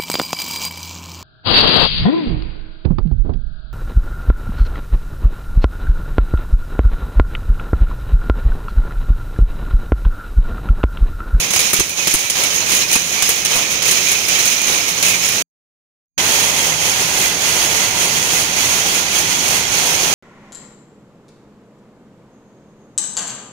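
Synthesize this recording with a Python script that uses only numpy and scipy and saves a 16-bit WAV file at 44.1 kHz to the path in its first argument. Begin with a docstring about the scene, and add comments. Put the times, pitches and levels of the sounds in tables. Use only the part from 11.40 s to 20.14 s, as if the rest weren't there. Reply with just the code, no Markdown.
"""Shuttle looms clack and rattle close by in a hard-walled weaving shed; after a cut to silence,
a bobbin winder whirs amid the shed's surging clatter. Picker, shuttle and reed strike one pattern
of blows out, another back; the ironwork rings, the frame thuds, motors and spindles drone.
Two small microphone ports a hand's length apart colour the treble very differently."""
import sys
import numpy as np
from scipy import signal
from scipy.fft import rfft, irfft, next_fast_len
from scipy.io import wavfile
from scipy.ndimage import uniform_filter1d, minimum_filter1d

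SR = 44100
rng = np.random.default_rng(int(sys.argv[2]) if len(sys.argv) > 2 else 0)


def unload_wav(signal):
    """Save mono or channel-first audio to the path in sys.argv[1] as 16-bit WAV at rate SR, clipped to [-1, 1]."""
    wavfile.write(
        sys.argv[1],
        SR,
        np.round(np.clip(np.atleast_2d(signal).T, -1, 1) * 32767).astype(np.int16),
    )


N = 385434
TIME_S = np.arange(N) / SR

# loom ironwork modes: pitch_hz, level_db, t60_s
IRON_MODES = [(2280, -5.5, 0.18), (2460, 0, 0.13), (2645, -7.5, 0.11), (3115, -5.5, 0.13),
              (4100, -0.5, 0.11), (5200, -1, .06), (6310, 0.5, 0.058), (7000, -3, 0.13)]
# shuttle throws of the nearest loom: start_s, way (out or back), blow_db, shake_db
PICKS = [(0.0, "out", 0.5, -1), (0.571, "back", -0.5, -1.5), (1.158, "out", -3.5, 0.5),
         (1.722, "back", -1, -1), (2.319, "out", -1, -2), (2.888, "back", -7, 0.5), (3.491, "out", -4, -1)]


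def amp(db):
    """Decibels to gain."""
    return 10 ** (np.asarray(db) / 20)


def unit_rms(x):
    """Scales to rms 1."""
    return x / np.sqrt(np.mean(x ** 2) + 1e-20)


def gain_at(spectrum, hz):
    """Gain from rows of freq_hz, level_db, interpolated over log frequency."""
    freq_hz, level_db = np.transpose(spectrum)
    return amp(np.interp(np.log(hz + 1), np.log(freq_hz + 1), level_db))


def filtered(x, response):
    """Filters x by a function of frequency."""
    size = next_fast_len(x.shape[-1] + 2048, True)
    return irfft(rfft(x, size) * response(np.fft.rfftfreq(size, 1 / SR)), size)[..., :x.shape[-1]]


def coloured(x, spectrum):
    """Filters x by rows of freq_hz, level_db."""
    return filtered(x, lambda hz: gain_at(spectrum, hz))


def add(mix, start_s, sound):
    """Mixes a sound in at start_s."""
    part = mix[..., max(round(start_s * SR), 0):][..., :sound.shape[-1]]
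    part += sound[..., :part.shape[-1]]


def diffuse(pair, coherence=0.64, port_delay_s=0.00039):
    """Sound from all sides: the ports agree on long waves only."""
    alike = lambda hz: coherence * np.sinc(2 * hz * port_delay_s)
    mid = filtered(pair[0], lambda hz: np.sqrt((1 + alike(hz)) / 2))
    side = filtered(pair[1], lambda hz: np.sqrt((1 - alike(hz)) / 2))
    return np.array([mid + side, mid - side])


def knock_envelope(rate_hz, t60_s):
    """Loose parts knock at random, each knock dying away."""
    hits = (rng.random(N) < rate_hz / SR).astype(float)
    pole = np.exp(-2 * np.log(1000) / (t60_s * SR))
    power = signal.lfilter([1 - pole], [1, -pole], hits, zi=[hits.mean()])[0]
    return unit_rms(np.sqrt(power))


def working_levels(floor, cycles, attack_s, release_s):
    """Motions build, hold and fade over a floor. Returns rows: time_s, rattle_db, chatter_db, roar_db."""
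    time_s, *floor_db = np.transpose(floor)
    t = np.arange(time_s[0], time_s[-1], 0.002)
    power = amp([np.interp(t, time_s, db) for db in floor_db]) ** 2
    for start_s, force_db, motions in cycles:
        for offset_s, length_s, *layer_db in motions:
            age_s = t - start_s - offset_s
            envelope = np.clip(age_s / attack_s, 0, 1)
            envelope *= np.exp(-np.maximum(age_s - length_s, 0) / release_s)
            power += (amp(force_db) * amp(layer_db)[:, None] * envelope) ** 2
    return np.column_stack([t, *(10 * np.log10(power))])


def machinery(levels, roar_spectrum, rattle_spectrum, knocks, roar_db, rattle_db, chatter_db):
    """Swarms of small knocks nearby, over the blurred roar of other machines."""
    # fine chatter: freq_hz, level_db
    chatter_spectrum = [(200, -23.5), (3000, -14.5), (6000, -2.5), (8500, 13.5), (16000, 15.5)]
    time_s, *layer_db = np.transpose(levels)
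    rattle_gain, chatter_gain, roar_gain = (amp(np.interp(TIME_S, time_s, db)) for db in layer_db)
    far, near, fine = rng.standard_normal((3, 2, N))
    roar = amp(roar_db) * roar_gain * coloured(far, roar_spectrum) * np.sqrt(knocks)
    rattle = amp(rattle_db) * rattle_gain * coloured(near, rattle_spectrum) * knocks
    chatter = amp(chatter_db) * chatter_gain * coloured(fine, chatter_spectrum) * knocks
    return roar + rattle + chatter


def clinks(levels, modes, count, level_db, spread_db, detune, tick_db, tick_decay_s):
    """Loose parts tick and ring, louder while the machine works hard."""
    time_s, rattle_db = np.transpose(levels)[:2]
    t, out = np.arange(SR // 16) / SR, np.zeros((2, N))
    ticks = rng.standard_normal((32, 2, len(t))) * np.exp(-t / tick_decay_s) * amp(tick_db)
    for k, (when, which, size, pitch, *phase) in enumerate(rng.random((count, 6))):
        hz, db, t60_s = modes[int(which * len(modes))]
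        hz *= 1 + detune * (2 * pitch - 1)
        ring = amp(db - 60 * t / t60_s) * np.sin(2 * np.pi * (hz * t + np.array(phase)[:, None]))
        start_s = time_s[0] + when * (time_s[-1] - time_s[0])
        add(out, start_s, amp(spread_db * size) * (ticks[k % len(ticks)] + ring))
    return amp(level_db + np.interp(TIME_S, time_s, rattle_db)) * unit_rms(out)


def drone(tones, rumble_db, level_db=2.5, width_hz=5.9):
    """Narrow, wavering tones of turning parts over the floor's rumble."""
    # floor rumble: freq_hz, level_db
    rumble_spectrum = [(25, -10.5), (60, -4.5), (110, -0.5), (200, -3.5), (350, -5), (1000, -13.5),
                       (4000, -52.5)]

    def response(hz):
        power = sum(amp(db + level_db) ** 2 * np.exp(-np.minimum(((hz - pitch_hz) / width_hz) ** 2, 20))
                    for pitch_hz, db in tones)
        rumble = amp(rumble_db) * gain_at(rumble_spectrum, hz)
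        return np.sqrt(power * SR / (2 * np.sqrt(np.pi) * width_hz) + rumble ** 2)
    return filtered(rng.standard_normal((2, N)), response)


def loom_blows():
    """Each pick repeats its direction's blows; extra blows fall between them or make one hit harder."""
    # picker, shuttle and reed, by way: offset_s, level_db, treble_db, body_db, t60_s
    pattern = {"out": [(-0.014, -18.5, 5.5, -5.5, .08), (0.106, -11.5, 5, 0.5, 0.088),
               (0.135, -7, 2, -1.5, .06), (0.1603, -4.5, 1.5, -0.5, .09), (0.1915, -2.5, 4, -6, .08),
               (0.366, -10, 1.5, -6.5, .07), (0.3965, -4, 5.5, -0.5, .055)],
               "back": [(0.003, -12, -2, -9.5, 0.12), (0.1005, -2.5, 4, 0.5, .05),
               (0.137, -9, -2.5, -7.5, .07), (0.1677, -4.5, 11.5, 2, .065), (0.3275, -4.5, 4.5, -9, .07),
               (0.384, -8.5, -10, -1.5, .1), (0.44, -17, 6.5, 1.5, .08)]}
    # extra blows: start_s, level_db, treble_db, body_db, t60_s
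    extra_blows = [(0.009, -15.5, 0.5, -10, .12), (0.3316, -4, 9.5, 3, .09), (0.4928, -15.5, 7.5, -10, .1),
                   (1.0358, -6, 5.5, -6, .057), (1.5147, -6, 3, -2.5, 0.069), (1.5293, -4.5, 8, -9, .06),
                   (1.5554, -4.5, 4, 6, .035), (2.058, -7.5, 1, -6.5, .04), (2.1565, -13.5, 10, 4, .09),
                   (2.42, -7.5, -8, -8, .08), (2.8834, -9.5, 5.5, -9.5, .1), (3.627, -2.5, 1, -6.5, .06)]
    regular = [(start_s + offset_s, blow_db + db, *timbre)
               for start_s, way, blow_db, _ in PICKS for offset_s, db, *timbre in pattern[way]]
    return regular + list(extra_blows)


def slack(depth_db, lead_s):
    """Parts fly free just before each blow: the rattle dips, most before the hardest."""
    t, dip_db = np.arange(-(SR // 12), 0) / SR, np.zeros(N)
    for start_s, db, *_ in loom_blows():
        add(dip_db, start_s + t[0], depth_db * min(amp(db), 1) * np.exp(t / lead_s))
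    return amp(dip_db)


def clacks(level_db=-7, ring_db=-14, crack_db=2.5, rebound_db=-3,
           crack_decay_s=0.003, rise_s=0.00025, hold_s=0.003):
    """Each blow cracks, bounces once, sets loose parts clattering and leaves the metal ringing."""
    # steel fittings, rung only by direct blows: pitch_hz, level_db, t60_s
    steel_modes = [(9750, 0, .09), (10400, 5.5, .08), (11700, 8, .07), (14600, 8, .09)]
    t, out = np.arange(SR // 7) / SR, np.zeros((2, N))
    mode_hz, mode_db, mode_t60_s = np.transpose(IRON_MODES + steel_modes)[..., None]
    mode_decay = amp(mode_db - 60 * t / mode_t60_s)
    for start_s, db, treble_db, body_db, t60_s in loom_blows():
        spectrum = [(900, body_db), (2500, 0), (6000, 0), (9500, treble_db + 1)]
        burst = coloured(rng.standard_normal((2, len(t))), spectrum)
        rebound_age_s = t - rng.uniform(0.005, 0.016)
        rebound = amp(rebound_db) * (rebound_age_s > 0) * np.exp(-abs(rebound_age_s) / crack_decay_s)
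        cracks = amp(crack_db) * (np.exp(-t / crack_decay_s) + rebound)
        clatter = amp(-60 * np.maximum(t - hold_s, 0) / t60_s)
        burst *= clatter + cracks
        # no two blows land alike
        strength, detune = rng.standard_normal((2, len(mode_hz), 1))
        pitch_hz = mode_hz * (1 + 0.033 * detune)
        ring = np.sum(strength * mode_decay * np.exp(2j * np.pi * pitch_hz * t), axis=0)
        clack = burst + amp(ring_db) * np.array([ring.real, ring.imag])
        add(out, start_s, amp(db + level_db) * (1 - np.exp(-t / rise_s)) * clack)
    return diffuse(out)


def shed_reverb(x, wet_db, t60_s, delay_s):
    """Adds a dense tail from the hard walls."""
    t = np.arange(SR * 3 // 4) / SR
    tail = coloured(rng.standard_normal((2, len(t))), [(200, 3.5), (5000, 19), (15000, 5)])
    tail *= amp(-60 * t / t60_s) * (t > delay_s)
    return x + amp(wet_db) * signal.fftconvolve(x, tail / np.linalg.norm(tail[0]), axes=1)[:, :N]


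def thuds(level_db=3, low_hz=105, low_db=-4, wood_db=-3,
          ring_rise_s=0.0035, puff_rise_s=0.009, wood_rise_s=0.0028):
    """The heavy frame gives a few low cycles and a wooden knock, and pushes air at each port."""
    # frame knocks: start_s, level_db, pitch_hz, puff_db
    frame_knocks = [(0.162, -21.5, 780, -45.5), (0.332, -24, 403, -32.5), (0.391, -20, 334, -17.5),
                    (0.403, -15.5, 370, -19.5), (0.674, -16.5, 360, -28.5), (0.741, -15.5, 325, -22),
                    (1.554, -20.5, 258.6, -40), (1.823, -25.5, 342, -33), (1.893, -27, 423, -30),
                    (2.16, -22.5, 368, -24), (3.296, -24.5, 707, -42.5)]
    air_spectrum = [(50, 7), (120, -20.5), (400, -27), (2000, -71)]
    wood_spectrum = [(100, -8), (450, -0.5), (800, -1), (1300, -3.5), (2200, -15), (6000, -40.5)]
    t, out = np.arange(SR // 6) / SR, np.zeros((2, N))
    pulse = lambda rise_s: t / rise_s * np.exp(1 - t / rise_s)
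    for start_s, db, pitch_hz, puff_db in frame_knocks:
        ring = np.sin(2 * np.pi * pitch_hz * t) - amp(low_db) * np.sin(2 * np.pi * low_hz * t)
        add(out, start_s, amp(db + level_db) * ring * pulse(ring_rise_s) ** 2)
        air = unit_rms(coloured(rng.standard_normal((2, len(t))), air_spectrum))
        add(out, start_s - puff_rise_s / 2, amp(puff_db) * air * pulse(puff_rise_s))
        wood = unit_rms(diffuse(coloured(rng.standard_normal((2, len(t))), wood_spectrum)))
        add(out, start_s, amp(db + wood_db) * wood * pulse(wood_rise_s))
    return out


def looms():
    """Rattling ironwork, the drive's drone and the blows of the weaving cycle."""
    # din under the strokes: time_s, rattle_db, chatter_db, roar_db
    floor = [(0.0, -20.5, -31, -31), (0.3, -20.5, -28.5, -32), (0.48, -27.5, -33.5, -37),
             (0.85, -23, -30.5, -34), (1.2, -20.5, -31.5, -30), (1.65, -22, -29, -33.5),
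             (2.4, -20.5, -33.5, -30.5), (2.7, -19.5, -28, -31.5), (3.5, -20.5, -30.5, -30),
             (3.9, -21, -28, -31), (4.02, -20.5, -29, -29)]
    # ironwork shaken by each motion, by way: offset_s, length_s, rattle_db, chatter_db, roar_db
    shakes = {"out": [(-0.035, .04, -23, -24.5, -42.5), (0.11, .105, -17.5, -21.5, -28.5),
              (0.228, .03, -17.5, -27.5, -32.5), (0.314, .09, -17.5, -26.5, -33)],
              "back": [(-0.02, .12, -22, -36, -31.5), (0.076, .115, -19, -26.5, -35),
              (0.185, .054, -20.5, -28, -39), (0.362, .107, -20.5, -25, -26.5),
              (0.468, .028, -21.5, -29.5, -31.5)]}
    # far roar and near rattle: freq_hz, level_db
    roar_spectrum = [(25, 4.5), (100, 7.5), (250, 14.5), (420, 17.5), (560, 17.5), (1200, 15.5),
                     (2000, 12.5), (4000, 15), (16000, -7.5)]
    rattle_spectrum = [(200, -40.5), (1200, -7), (2000, 7), (2450, 9), (2800, 6.5), (3100, 7.5), (3600, 4),
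                       (4000, 7), (4600, 4.5), (6800, 7), (7400, 2.5), (9000, -7), (16000, 6)]
    # motors and gears: pitch_hz, level_db
    drive_tones = [(112, -51), (165, -47.5), (176, -49), (470, -50), (1310, -50.5), (1428, -50)]
    # the drive swells as one passes it: time_s, gain_db
    drive_swell = [(0.0, 0), (0.8, -4.5), (1.3, 2), (1.8, -3), (2.2, -1.5), (2.5, 1.5), (3.2, -2.5),
                   (3.9, 2)]
    knocks = knock_envelope(rate_hz=400, t60_s=0.3)
    cycles = [(start_s, shake_db, shakes[way]) for start_s, way, _, shake_db in PICKS]
    levels = working_levels(floor, cycles, attack_s=0.033, release_s=0.03)
    din = machinery(levels, roar_spectrum, rattle_spectrum, knocks,
                    roar_db=-0.5, rattle_db=-0.1, chatter_db=0)
    din += clinks(levels, IRON_MODES, count=700, level_db=-7.5, spread_db=10,
                  detune=0.0685, tick_db=1, tick_decay_s=0.0012)
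    din *= slack(depth_db=-4.5, lead_s=0.018)
    din += drone(drive_tones, rumble_db=-15) * amp(np.interp(TIME_S, *np.transpose(drive_swell)))
    blows = shed_reverb(clacks(), wet_db=-9.5, t60_s=0.22, delay_s=0.0082)
    return diffuse(din, coherence=0.97) + blows + thuds()


def winder(first_cycle_s=4.748, cycle_s=1.152):
    """A denser, smoother whirr of spindles with small clinks and a rough drone."""
    # steady whirr: time_s, rattle_db, chatter_db, roar_db
    floor = [(4.78, -17, -28, -24.5), (4.9, -19, -26, -23.5), (5.1, -21, -31.5, -28.5),
             (6.5, -21, -31, -27.5), (7.8, -21, -33, -29.5), (8.74, -21.5, -33, -27)]
    # clatter in the looms' rhythm, blurred: offset_s, length_s, rattle_db, chatter_db, roar_db
    swells = [(0.074, 0.13, -19.5, -26, -29.5), (0.187, 0.16, -21, -26, -27.5), (0.351, .19, -21, -27, -28),
              (0.626, .119, -20, -25, -27), (0.778, .098, -19.5, -26.5, -30),
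              (0.882, .06, -22, -26.5, -30.5), (0.955, .159, -20, -24.5, -27.5)]
    # far roar and near rattle: freq_hz, level_db
    roar_spectrum = [(25, 2), (100, 2), (250, 12.5), (420, 16), (560, 16), (900, 18), (1150, 12.5),
                     (2000, 13), (4000, -4), (16000, -20)]
    rattle_spectrum = [(200, -15), (1200, 0), (1930, 2), (2100, 2.5), (2450, 7), (3350, 7), (3520, 5),
                       (4400, 7.5), (5150, 4), (5600, 4.5), (6800, 6.5), (9000, -4.5), (16000, -20)]
    # spindles and thread guides: pitch_hz, level_db, t60_s
    spindle_modes = [(1854, -5.5, 0.19), (2052, 5, 0.1), (2290, 2, .09), (2530, -3, 0.14), (3220, 4, 0.1),
                     (3350, 1.5, 0.1), (4280, 0, 0.083), (4605, 0, 0.17), (5520, -2.5, 0.11),
                     (6200, -17, .08), (6450, -1.5, 0.071)]
    # motors, gears and spindles: pitch_hz, level_db
    drive_tones = [(105, -45.5), (133, -51), (161, -42.5), (180, -46), (200, -50.5), (385, -46.5),
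                   (470, -49), (768, -43), (848, -43), (920, -51), (978, -41.5), (1428, -44)]
    knocks = knock_envelope(rate_hz=2400, t60_s=0.14)
    cycles = [(start_s, 0, swells) for start_s in np.arange(first_cycle_s, TIME_S[-1], cycle_s)]
    levels = working_levels(floor, cycles, attack_s=0.081, release_s=0.058)
    din = machinery(levels, roar_spectrum, rattle_spectrum, knocks,
                    roar_db=-0.6, rattle_db=1.26, chatter_db=1.2)
    din += clinks(levels, spindle_modes, count=1400, level_db=-7, spread_db=-1,
                  detune=0.022, tick_db=8.5, tick_decay_s=0.00097)
    din += drone(drive_tones, rumble_db=-11)
    return diffuse(din, coherence=0.99)


def scene():
    """Looms, a silent gap, then the winder."""
    looms_end_s, winder_start_s = 4.024, 4.779
    return looms() * (TIME_S < looms_end_s) + winder() * (TIME_S > winder_start_s)


def record(dry):
    """Each port's resonances, a fast peak limiter, then a low-pass."""
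    # port responses: freq_hz, gain_db
    left_port = [(25, -11), (60, -5), (170, -2), (260, -4.5), (500, -5), (1500, -4.5), (2700, -4.5),
                 (4800, -6), (5600, -12.5), (6550, -18.5), (7800, -7.5), (9700, -1.5), (12000, -9),
                 (13800, -22)]
    right_port = [(25, -2.5), (60, -5.5), (170, -2.5), (260, -4), (800, -4), (1600, -2), (2400, 2.5),
                  (3300, 1), (4600, -1.1), (6550, 8.5), (7600, -2.5), (9800, -18.5), (11800, -13),
                  (15200, -7.5)]
    ceiling, cutoffs_hz = 0.93, (14200, 15650)
    ports = np.array([coloured(dry[0], left_port), coloured(dry[1], right_port)])
    limiter_gain = np.minimum(ceiling / (abs(ports) + 1e-9), 1)
    ports *= uniform_filter1d(minimum_filter1d(limiter_gain, size=31), size=31)
    lowpasses = [signal.firwin(401, hz, window=("kaiser", 9), fs=SR) for hz in cutoffs_hz]
    return np.array([signal.oaconvolve(x, taps, "same") for x, taps in zip(ports, lowpasses)])


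dry = scene()
out = record(dry)
unload_wav(out)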